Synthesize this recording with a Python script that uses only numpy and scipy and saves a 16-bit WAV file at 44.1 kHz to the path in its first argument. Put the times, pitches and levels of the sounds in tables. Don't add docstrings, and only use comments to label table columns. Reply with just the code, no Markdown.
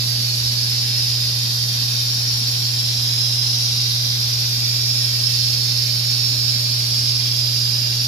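import sys
import numpy as np
from scipy import signal
from scipy.fft import rfft, irfft, next_fast_len
from scipy.io import wavfile
from scipy.ndimage import uniform_filter1d, map_coordinates

SR = 44100
rng = np.random.default_rng(int(sys.argv[2]) if len(sys.argv) > 2 else 0)


def store_pcm(level_fs):
    pcm = np.round(np.clip(level_fs, -1, 1) * 32767).astype(np.int16)
    wavfile.write(sys.argv[1], SR, np.atleast_2d(pcm).T)


N = 355887

# time in seconds, level in dB.
FIZZ_LEVEL = [(0, -19), (3.2, -19.5), (3.9, -19), (4.7, -19), (5.3, -19), (6.3, -19.5), (8.07, -19.5)]


def fizz(t, swing):
    spray = film_snaps()
    pings = bubbles(count=20000, pitch_hz=4907, spread=0.078, ring_cycles=7.9, scatter_db=4,
                    rise=0.0033, samples=400)
    pings = room(pings, t60_s=0.18, direct=0.097) * amp([[-12], [-7.5]])
    cloud = tub(spray + pings, echo_gain=0.041, echo_from_hz=4500, longest_s=0.008, drift_s=0.00006)
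    level_db, = curves(FIZZ_LEVEL, t)
    puffs_db = 0.15 * wobble(45, t)
    lean_left_db = 0.3 - 0.2 * swing
    return amp(level_db + puffs_db + np.array([lean_left_db, -lean_left_db]) / 2) * cloud


# frequency in Hz, relative spectral level in dB.
SNAP_COLOUR_LEFT = [(500, -25), (1300, -30.5), (2150, -18.5), (2450, -14.5), (3100, -13), (4150, -8),
                    (4600, -2), (5500, -4.5), (6100, -13), (7100, -12), (7900, -23), (9200, -28),
                    (9900, -15), (11200, -19.5), (12200, -15.5), (13000, -17), (15000, -45)]
SNAP_COLOUR_RIGHT = [(500, -32.5), (1300, -31.5), (1550, -19.5), (2150, -20), (2450, -14), (3000, -14.5),
                     (3700, -5), (4700, 1), (5500, 0), (6100, -13), (7000, -17), (7900, -33.5),
                     (9200, -24.5), (9900, -16.5), (11200, -20), (12150, -13.5), (13000, -16.5),
                     (15000, -46)]


def film_snaps():
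    def colour(hz):
        low_cut = hz / np.hypot(hz, 300)
        return amp([along(SNAP_COLOUR_LEFT, hz), along(SNAP_COLOUR_RIGHT, hz)]) * low_cut

    snaps = bubbles(count=50000, pitch_hz=6920, spread=0.7, ring_cycles=0.58, scatter_db=2,
                    rise=0, samples=32)
    band_hz, power = signal.welch(snaps, SR, nperseg=128, detrend=False)
    whitened = filtered(snaps, lambda hz: np.interp(hz, band_hz, power) ** -0.5)
    return unit(filtered(room(whitened, t60_s=0.15, direct=0.11), colour))


# frequency in Hz, half width in Hz, lift in dB.
TUB_RESONANCES = [(3320, 50, 2), (3440, 60, -2.5), (3625, 40, 3), (3810, 35, 1.5), (3945, 35, 1.5),
                  (4060, 60, -2), (12200, 110, 2), (12850, 250, -2.5)]
# middle in seconds, length in seconds, pitch in Hz, glide in Hz per second,
# half width in Hz, left lift in dB, right lift in dB.
TUB_STANDING_WAVES = [ (0.15, 0.73, 4640, 40, 80, -11, 9.5), (0.65, 1, 5250, -10, 115, 4, 2),
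                      (0.964, 2.8, 4760, 30, 40, 2.5, 4.5), (1.1, 0.65, 5095, -70, 60, 5, 8),
                      (1.6, 0.95, 3680, 10, 40, 2.5, 7), (2.1, 0.68, 5700, 60, 50, 11, 2),
                      (2.35, 0.84, 5390, 60, 85, 8, 7), (2.9, 2.8, 3190, 54, 80, -5, 6.5),
                      (3.05, 0.55, 4400, -70, 90, -7, -11), (3.2, 1.1, 5170, 50, 65, 10, 1.5),
                      (3.25, 0.65, 5060, 40, 70, 0, 10), (3.5, 1.4, 3970, -130, 70, 0, 7.5),
                      (3.85, 2.4, 3450, -10, 70, 7, -1), (4.0, 1.7, 5850, -40, 70, 1.5, 9.5),
                      (4.15, 1, 4600, -60, 50, 6, -6), (4.7, 1.3, 5120, 70, 65, 4.5, 1),
                      (5.0, 2.8, 4780, 0, 45, 1.5, 5.5), (5.633, 1.8, 5296, 35, 72, 2.5, 12),
                      (6.1, 1.4, 4320, -20, 110, 3, 6.5), (6.9, 0.49, 5330, 70, 205, 5, 4.5),
                      (7.7, 1.5, 3300, -20, 50, 2.5, 10.5), (7.35, 2.7, 4770, 70, 40, 0, 6.5),
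                      (7.482, 0.91, 4980, 40, 150, 4, 9), ]


def tub(sound, echo_gain, echo_from_hz, longest_s, drift_s, echoes=8, fade_s=0.11):
    hz, t, spectrum = signal.stft(sound, SR, nperseg=2048)
    hz = hz[:, None]

    def peak(centre_hz, width_hz):
        return 1 / (1 + ((hz - centre_hz) / width_hz) ** 2)

    def wall_echo():
        delay_s = longest_s * rng.uniform(0.25, 1) + drift_s * wobble(0.577, t)
        return np.exp(-2j * np.pi * hz * delay_s)

    lift_db = sum(db * peak(centre_hz, width_hz) for centre_hz, width_hz, db in TUB_RESONANCES)
    for middle_s, length_s, pitch_hz, glide, width_hz, *capsule_db in TUB_STANDING_WAVES:
        inside = 1 / (1 + np.exp((np.abs(t - middle_s) - length_s / 2) / fade_s))
        wave = inside * peak(pitch_hz + glide * (t - middle_s), width_hz)
        lift_db = lift_db + np.multiply.outer(capsule_db, wave)
    reflected = echo_gain * hz / np.hypot(hz, echo_from_hz)
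    walls = np.array([1 + reflected * sum(wall_echo() for _ in range(echoes)) for capsule in sound])
    _, coloured = signal.istft(spectrum * amp(lift_db) * walls, SR, nperseg=2048)
    return unit(coloured[:, :N])


# time in seconds, gain in dB for all its harmonics.
HUM_GAIN = [(0.0, -26.5), (2.0, -27), (5.42, -26.5), (8.07, -26.5)]
# multiple of the hum's pitch, relative level in dB,
# extra gain in dB with the microphone swung fully right.
STROKE_HARMONICS = [(1, 4, 0), (2, -24, -1.5), (3, -25.5, -1.5), (4, -34, 1), (5, -26, -2), (6, -34, 9),
                    (7, -30.5, 0.5), (9, -32, 5.5), (11, -49, 12)]


def pump(t, swing, pitch_hz=120.02):
    gain_db, = curves(HUM_GAIN, t)
    hum = np.zeros((2, N))
    for multiple, db, swing_db in STROKE_HARMONICS:
        unsteady = min(multiple - 1, 2)
        waver = 0.87 * unsteady * np.array([wobble(0.73, t), wobble(0.89, t)])
        flutter_db = 0.59 * unsteady * wobble(14, t)
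        level = amp(db + swing_db * swing + 0.5 * waver + flutter_db)
        phase = 2 * np.pi * (multiple * pitch_hz * t + rng.random())
        hum += level * np.sin(phase + 0.031 * multiple * waver[::-1])
    return amp(gain_db) * hum


# frequency in Hz, relative spectral level in dB.
RUMBLE_COLOUR = [(20, -26), (38, -18), (52, -11.5), (80, -4), (130, -5.5), (165, -8), (225, -8.5),
                 (290, -12.5), (400, -17.5), (700, -19), (1200, -18), (1600, -17.5), (2500, -25.5)]
# frequency in Hz, correlation from 0 to 1.
RUMBLE_LIKENESS = [(30, 1), (100, 0.69), (250, 0.95), (600, 0.8), (1100, 0)]


def plume():
    def mid_side_colour(hz):
        angle = np.arccos(np.clip(along(RUMBLE_LIKENESS, hz), -1, 1)) / 2
        return amp(along(RUMBLE_COLOUR, hz)) * [np.cos(angle), np.sin(angle)]

    mid, side = filtered(rng.standard_normal((2, N)), mid_side_colour)
    rumble = unit(np.array([mid + side, mid - side]))
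    gulps = bubbles(count=300, pitch_hz=225, spread=0.09, ring_cycles=6.7, scatter_db=6,
                    rise=0.013, samples=5000)
    return amp(-39) * rumble + amp(-55) * gulps


# start in seconds, peak level in dB.
LOW_BUMPS = [(.444, -35), (1.244, -37), (2.32, -37), (3.7, -41.5)]


def bumps(t, pitch_hz, swell_s):
    out = np.zeros(N)
    for start_s, db in LOW_BUMPS:
        age = np.maximum(t - start_s, 0)
        envelope = age / swell_s * np.exp(1 - age / swell_s)
        out += amp(db) * envelope * np.sin(2 * np.pi * pitch_hz * age)
    return out


def room(sound, t60_s, direct, renewals=13):
    t = np.arange(SR // 5) / SR
    hop = N // renewals + 1
    padded = np.pad(sound, (hop, hop * (renewals + 1) - N), mode="wrap")
    pieces = np.array([padded[k * hop:(k + 2) * hop] for k in range(renewals + 1)])
    pieces *= signal.windows.cosine(2 * hop)
    spectra = rfft(rng.standard_normal((renewals + 1, 2, len(t))) * amp(-60 * t / t60_s))
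    local_power = uniform_filter1d(np.abs(spectra) ** 2, size=20, axis=2)
    tails = irfft(spectra / np.sqrt(local_power), len(t))
    tails /= np.linalg.norm(tails, axis=2, keepdims=True)
    tails[..., 0] += direct
    out = np.zeros((2, len(padded) + len(t)))
    for k, piece in enumerate(signal.fftconvolve(pieces[:, None], tails, axes=2)):
        out[:, k * hop:][:, :piece.shape[1]] += piece
    return unit(out[:, hop:hop + N])


def bubbles(count, pitch_hz, spread, ring_cycles, scatter_db, rise, samples):
    start = rng.integers(0, N, (count, 1))
    hz = pitch_hz * np.exp(spread * rng.standard_normal((count, 1)))
    strength = amp(scatter_db * np.minimum(rng.exponential(size=(count, 1)), 4))
    cycles = hz * np.arange(samples) / SR
    decay = cycles / ring_cycles
    envelope = strength * np.exp(-decay) * (1 - np.exp(-2 * cycles))
    rings = envelope * np.sin(2 * np.pi * cycles * (1 + rise * decay))
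    positions = start + np.arange(samples)
    return unit(np.bincount(positions.ravel(), rings.ravel(), minlength=N)[:N])


def amp(db):
    return 10 ** (np.asarray(db) / 20)


def unit(x):
    return x / np.sqrt(np.mean(x ** 2) + 1e-20)


def along(points, hz):
    point_hz, values = np.transpose(points)
    return np.interp(np.log(hz + 1), np.log(point_hz + 1), values)


def curves(rows, t):
    times, *columns = np.transpose(rows)
    return [np.interp(t, times, column) for column in columns]


def wobble(rate, t):
    return map_coordinates(rng.standard_normal(400), [t * rate + 2], mode="mirror")


def filtered(x, response):
    size = next_fast_len(N + SR // 2)
    return irfft(rfft(x, size) * response(np.fft.rfftfreq(size, 1 / SR)), size)[..., :N]


# time in seconds, position from about -1 (left) to 1 (right).
MICROPHONE_SWING = [(0, -0.43), (1.5, 0.32), (2.6, 0.71), (3.5, 0.85), (4.6, 0.048), (5.6, -0.3),
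                    (8.07, -1.1)]


def scene():
    t = np.arange(N) / SR
    swing, = curves(MICROPHONE_SWING, t)
    return pump(t, swing) + fizz(t, swing) + plume() + bumps(t, pitch_hz=70, swell_s=0.015)


def record(dry):
    return filtered(dry, lambda hz: hz < 15350)


dry = scene()
out = record(dry)
store_pcm(out)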